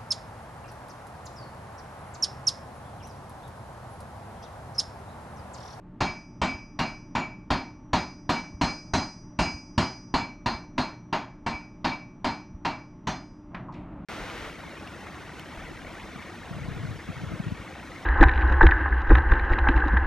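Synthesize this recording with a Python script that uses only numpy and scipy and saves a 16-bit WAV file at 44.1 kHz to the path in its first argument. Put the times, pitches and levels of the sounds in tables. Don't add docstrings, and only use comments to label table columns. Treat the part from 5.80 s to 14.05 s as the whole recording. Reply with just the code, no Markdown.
import sys
import numpy as np
from scipy import signal
from scipy.fft import rfft, irfft
from scipy.io import wavfile

SR = 44100
rng = np.random.default_rng(int(sys.argv[2]) if len(sys.argv) > 2 else 0)


def generate_wav(signal):
    frames = np.transpose(np.atleast_2d(signal))
    scaled = np.clip(frames, -1, 1) * 32767
    pcm = np.round(scaled).astype(np.int16)
    wavfile.write(sys.argv[1], SR, pcm)


N = 363825

# (time [s], force [dB], contact [dB], thump [dB], low ring [dB], choke [0-1])
BLOWS = [(0.2051, 1.6, 4, 0, 8.5, 0), (0.6154, 1.6, 2.5, 1, 11.5, 0), (0.9893, 0.7, 2.5, -6, 6, 0.14),
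         (1.351, 0.1, -7.5, -2, 8.5, 0), (1.7036, 2, 0.5, 3, 4, .6), (2.1313, 2.6, 6, 3.5, 2.5, 0.07),
         (2.4918, 2.5, 6, -7, 5, 0.17), (2.8117, 2.05, 11, 7.5, 6, 0), (3.1353, 2.5, 11, 5, 0, 0.17),
         (3.5887, 2, 12.5, 8, 10.5, 0), (3.9776, 3, 8.5, 5.5, 2, 0.08), (4.3398, 0.8, 1, 0, 4.5, 1),
         (4.6592, 0, 0, -3, -2, 0.95), (4.9788, -0.2, -1.5, -2, -1, 0.96), (5.3271, 0, -11, -27, -4.5, 0.1),
         (5.663, -2.5, -3, -13, 5, 0.2), (6.044, 0.5, -3, -3, 8, 0.5), (6.4442, -.5, -1, -2.5, .5, 0.6),
         (6.8491, -0.8, -6.5, -13, -1, 0.1), (7.27, -2.3, -2.5, 6, -5, 0)]


def hammer_clacks(level_db=-21.0, alike=0.29, thump_hz=50.3, thump_octaves=0.71):
    # (frequency [Hz], relative density [dB])
    clack_spectrum = [(25, -7.5), (70, 1), (130, -2.5), (250, 3.5), (350, -7.5), (450, -17), (630, -7),
                      (1000, -4), (1300, -9.5), (2500, -16), (4700, -25), (6800, -35), (8800, -49.5),
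                      (12000, -54)]
    # (frequency [Hz], width [Hz], gain [dB])
    resonances = [(160, 30, 4), (205, 50, -6), (255, 30, 2), (365, 30, 5), (622, 25, 5), (754, 30, 5),
                  (831, 30, 5), (924, 24, 9), (1033, 40, 4)]
    # (centre [Hz], width [octaves], base gain [dB], contact slope [dB/dB], gain at full choke [dB])
    tone_bands = [(210, 1.0, -0.02, 0.09, -0.5), (985, 0.19, -.5, -0.07, 1.5), (4430, 0.14, 2, 0, 6),
                  (8100, 0.38, 1.5, 0.38, .5)]
    hz, out = np.fft.rfftfreq(SR, 1 / SR), np.zeros(N)
    colour = amp(curve_at(clack_spectrum, hz) + peaks(hz, resonances))
    colour /= np.sqrt(np.mean(colour ** 2))
    walls = rng.standard_normal(SR)
    for s, force_db, contact_db, thump_db, _, choke in BLOWS:
        paths = np.sqrt(alike) * walls + np.sqrt(1 - alike) * rng.standard_normal(SR)
        tone_db = thump_db * bell(hz, thump_hz, thump_octaves)
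        for centre_hz, octaves, db, by_contact, by_choke in tone_bands:
            tone_db += (db + by_contact * contact_db + by_choke * choke) * bell(hz, centre_hz, octaves)
        tone_db += peaks(hz, rng.uniform((2600, 30, 3), (12000, 110, 9), (30, 3)))
        wash = irfft(rfft(paths) * colour * amp(tone_db), SR)
        add(out, s, amp(level_db + force_db) * in_room(wash))
    return out


def steel_rings(damped_at_s=7.92, choke_db_per_s=85, onset_gain=0.11):
    # (frequency [Hz], base level [dB], T60 [s], build-up [s], family [0-4])
    modes = [(2304.5, -34, .43, .065, 0), (2348, -45, .38, .04, 0), (2498.5, -48, .47, .03, 0),
             (2735, -50, .37, .005, 0), (3990, -51, .29, .005, 1), (4021, -48, .29, .04, 1),
             (4199, -39, .33, .02, 1), (4626, -50, .31, .005, 1), (4926, -61, .45, .04, 2),
             (4953, -40.5, .6, .055, 2), (6578, -56.5, .55, .03, 2), (6799, -73, .63, .005, 2),
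             (8215, -72.5, .8, .005, 2), (8624, -77, .44, .005, 2), (8904, -82, .52, .005, 2),
             (9297, -79, .36, .005, 2), (5502.5, -63, .68, .005, 3), (5834.5, -63, 1.6, .005, 3),
             (6079, -59, .66, .03, 3), (5760, -58, .29, .005, 4), (6330, -58, .29, .005, 4),
             (7550, -68, .25, .005, 4), (10510, -79, .22, .005, 4), (11180, -80, .22, .005, 4)]
    # (base gain [dB], contact slope [dB/dB], low-ring slope [dB/dB], full choke [dB], last blow [dB])
    family_gains = [(0, 0, 0.99, 0, -2), (0, 0.68, -0.16, 5.5, -2), (-2, 1.07, -0.0075, 10, .5),
                    (1, 0.89, 0, -1, -2), (-2, .9, -0.13, 0, 18.5)]
    high, long = 2, 3
    out = np.zeros(N)
    ends = [row[0] for row in BLOWS[1:]] + [damped_at_s]
    for (s, _, contact_db, _, low_db, choke), end in zip(BLOWS, ends):
        family_db = np.array(family_gains) @ [1, contact_db, low_db, choke, end == damped_at_s]
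        t = np.arange(round((end - s) * SR)) / SR
        choked = amp(-choke_db_per_s * choke * t)
        ring = 0
        for hz, db, t60, build_s, family in modes:
            strength = amp(db + family_db[family] + rng.standard_normal())
            swell = 1 - (1 - onset_gain) * np.exp(-(t / build_s) ** 2)
            waver_depth = .1 + .2 * np.exp(-t / .15)
            waver = 1 + waver_depth * (drift(t, 70) + 1j * drift(t, 70))
            beat = 1 if family == long else rebound(t, hz)
            damping = choked if family == high else 1
            mode = np.exp(2j * np.pi * (hz * t + rng.random()) - np.log(1000) * t / t60)
            ring += np.sqrt(2) * strength * swell * damping * (waver * beat * mode).real
        add(out, s, ring * signal.windows.tukey(len(t), .005))
    return out


def rebound(t, hz):
    echo = .7 * np.exp(-t / .22) * min(1, 2300 / hz) ** 1.6
    speed_m_per_s = .78 * rng.uniform(.9, 1.1)
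    shift_hz = hz * 2 * speed_m_per_s / 343
    return 1 + echo * np.exp(-2j * np.pi * shift_hz * t)


def can_knocks():
    # (time [s], level before the envelope [dB], centre [Hz], width [octaves])
    impacts = [(7.7452, -40.5, 1050, .85), (7.885, -44.5, 1000, .22), (7.923, -72, 4500, .4),
               (7.939, -68, 3600, .5)]
    hz, out = np.fft.rfftfreq(SR, 1 / SR), np.zeros(N)
    for s, db, centre_hz, octaves in impacts:
        band = rfft(rng.standard_normal(SR)) * bell(hz, centre_hz, octaves)
        wash = unit(irfft(band, SR))
        add(out, s, amp(db) * in_room(wash, direct=3, direct_s=.006))
    return out


def oil_flare(catch_s=7.68, catch_rise_s=0.066, flame_db=-42, plunge_s=7.92, spit_rise_s=0.032):
    # (frequency [Hz], relative density [dB])
    flame_spectrum = [(24, -26), (40, 2), (92, -4.5), (123, 2), (203, -2), (292, -2.5), (475, -22.5),
                      (580, -12), (1170, -18), (3000, -44.5), (3900, -68), (6600, -120)]
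    sizzle_spectrum = [(900, -19), (2200, 8), (3500, -5), (5500, -23), (9000, -30), (12000, -44)]
    spit_db, spit_fall_db_per_s, simmer_db = -55.5, 130, -70.5
    t = np.arange(N) / SR
    flame = amp(flame_db) * np.clip((t - catch_s) / catch_rise_s, 0, 1)
    spit = amp(spit_db - spit_fall_db_per_s * np.maximum(t - plunge_s - spit_rise_s, 0))
    immersion = np.clip((t - plunge_s) / spit_rise_s, 0, 1)
    sizzle = immersion * np.hypot(spit, amp(simmer_db))
    return flame * noise(flame_spectrum) + sizzle * noise(sizzle_spectrum)


def forge(roar_db=-48.0, hiss_db=-70, waver=0.3):
    # (frequency [Hz], relative density [dB])
    roar_spectrum = [(15, -24), (25, 4), (64, -10), (97, -4), (232, -3.5), (316, -8.5), (497, -26),
                     (607, -19.5), (796, -27.5), (872, -14.5), (972, -31.5), (1060, -20), (1900, -42.5),
                     (2470, -78.5), (4180, -120)]
    hiss_spectrum = [(1500, 0), (2000, -1.5), (3000, -10), (5000, -22.5), (8000, -28), (12000, -40)]
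    # (frequency [Hz], level [dB])
    partials = [(60, -66.5), (120, -58.5), (180, -55), (240, -70.5), (299.5, -54.5), (359, -65),
                (599, -69.5), (902, -71)]
    t, hum = np.arange(N) / SR, 0
    for hz, db in partials:
        phase = 2 * np.pi * (hz * t + rng.random()) + waver * drift(t, 10)
        hum += amp(db) * np.sqrt(2) * (1 + waver * drift(t, 15)) * np.sin(phase)
    return hum + amp(roar_db) * noise(roar_spectrum) + amp(hiss_db) * noise(hiss_spectrum)


def low_bumps(first_s=.7505, period_s=1, count=7, peak_db=-32, width_s=0.0037):
    u = (np.arange(SR // 10) - SR // 20) / SR / width_s
    pulse = amp(peak_db) * (u ** 2 - 1) * np.exp(-u ** 2 / 2)
    out = np.zeros(N)
    for s in first_s + period_s * np.arange(count):
        add(out, s - 1 / 20, pulse)
    return out


def in_room(wash, direct=0.23, direct_s=0.001, rise_s=0.0013):
    # (frequency [Hz], T60 [s])
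    decay_times = [(50, 0.17), (200, 0.39), (900, 0.34), (1800, 0.37), (3500, 0.27), (7000, 0.31),
                   (11000, 0.25)]
    hz, frame_s, spectra = signal.stft(wash, SR, nperseg=256)
    decay = amp(-60 * frame_s / curve_at(decay_times, hz)[:, None])
    tail = signal.istft(spectra * decay, SR, nperseg=256)[1][:len(wash)]
    t = np.arange(len(wash)) / SR
    return tail * (1 - np.exp(-t / rise_s)) * (1 + direct * np.exp(-t / direct_s))


def noise(spectrum):
    gain = amp(curve_at(spectrum, np.fft.rfftfreq(N, 1 / SR)))
    return unit(irfft(rfft(rng.standard_normal(N)) * gain, N))


def drift(t, per_s):
    knots = np.arange(0, t[-1] + 1, 1 / per_s)
    return np.interp(t, knots, rng.standard_normal(len(knots)))


def peaks(hz, resonances):
    return sum(db / (1 + (2 * (hz - f) / width) ** 2) for f, width, db in resonances)


def bell(hz, centre_hz, octaves):
    return np.exp(-.5 * (np.log2((hz + 1) / centre_hz) / octaves) ** 2)


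def curve_at(points, hz):
    f, value = np.transpose(points)
    return np.interp(np.log(hz + 1), np.log(f + 1), value)


def amp(db):
    return 10 ** (np.asarray(db) / 20)


def unit(x):
    return x / np.sqrt(np.mean(x ** 2) + 1e-20)


def add(mix, s, sound):
    part = mix[round(s * SR):][:len(sound)]
    part += sound[:len(part)]


def scene():
    mono = hammer_clacks() + steel_rings() + can_knocks() + oil_flare() + forge() + low_bumps()
    return np.array([mono, mono])


def record(dry):
    cutoff_hz = 12450
    lowpass = signal.firwin(511, cutoff_hz, window=("kaiser", 9), fs=SR)
    return signal.oaconvolve(dry, lowpass[None], "same")


dry = scene()
out = record(dry)
generate_wav(out)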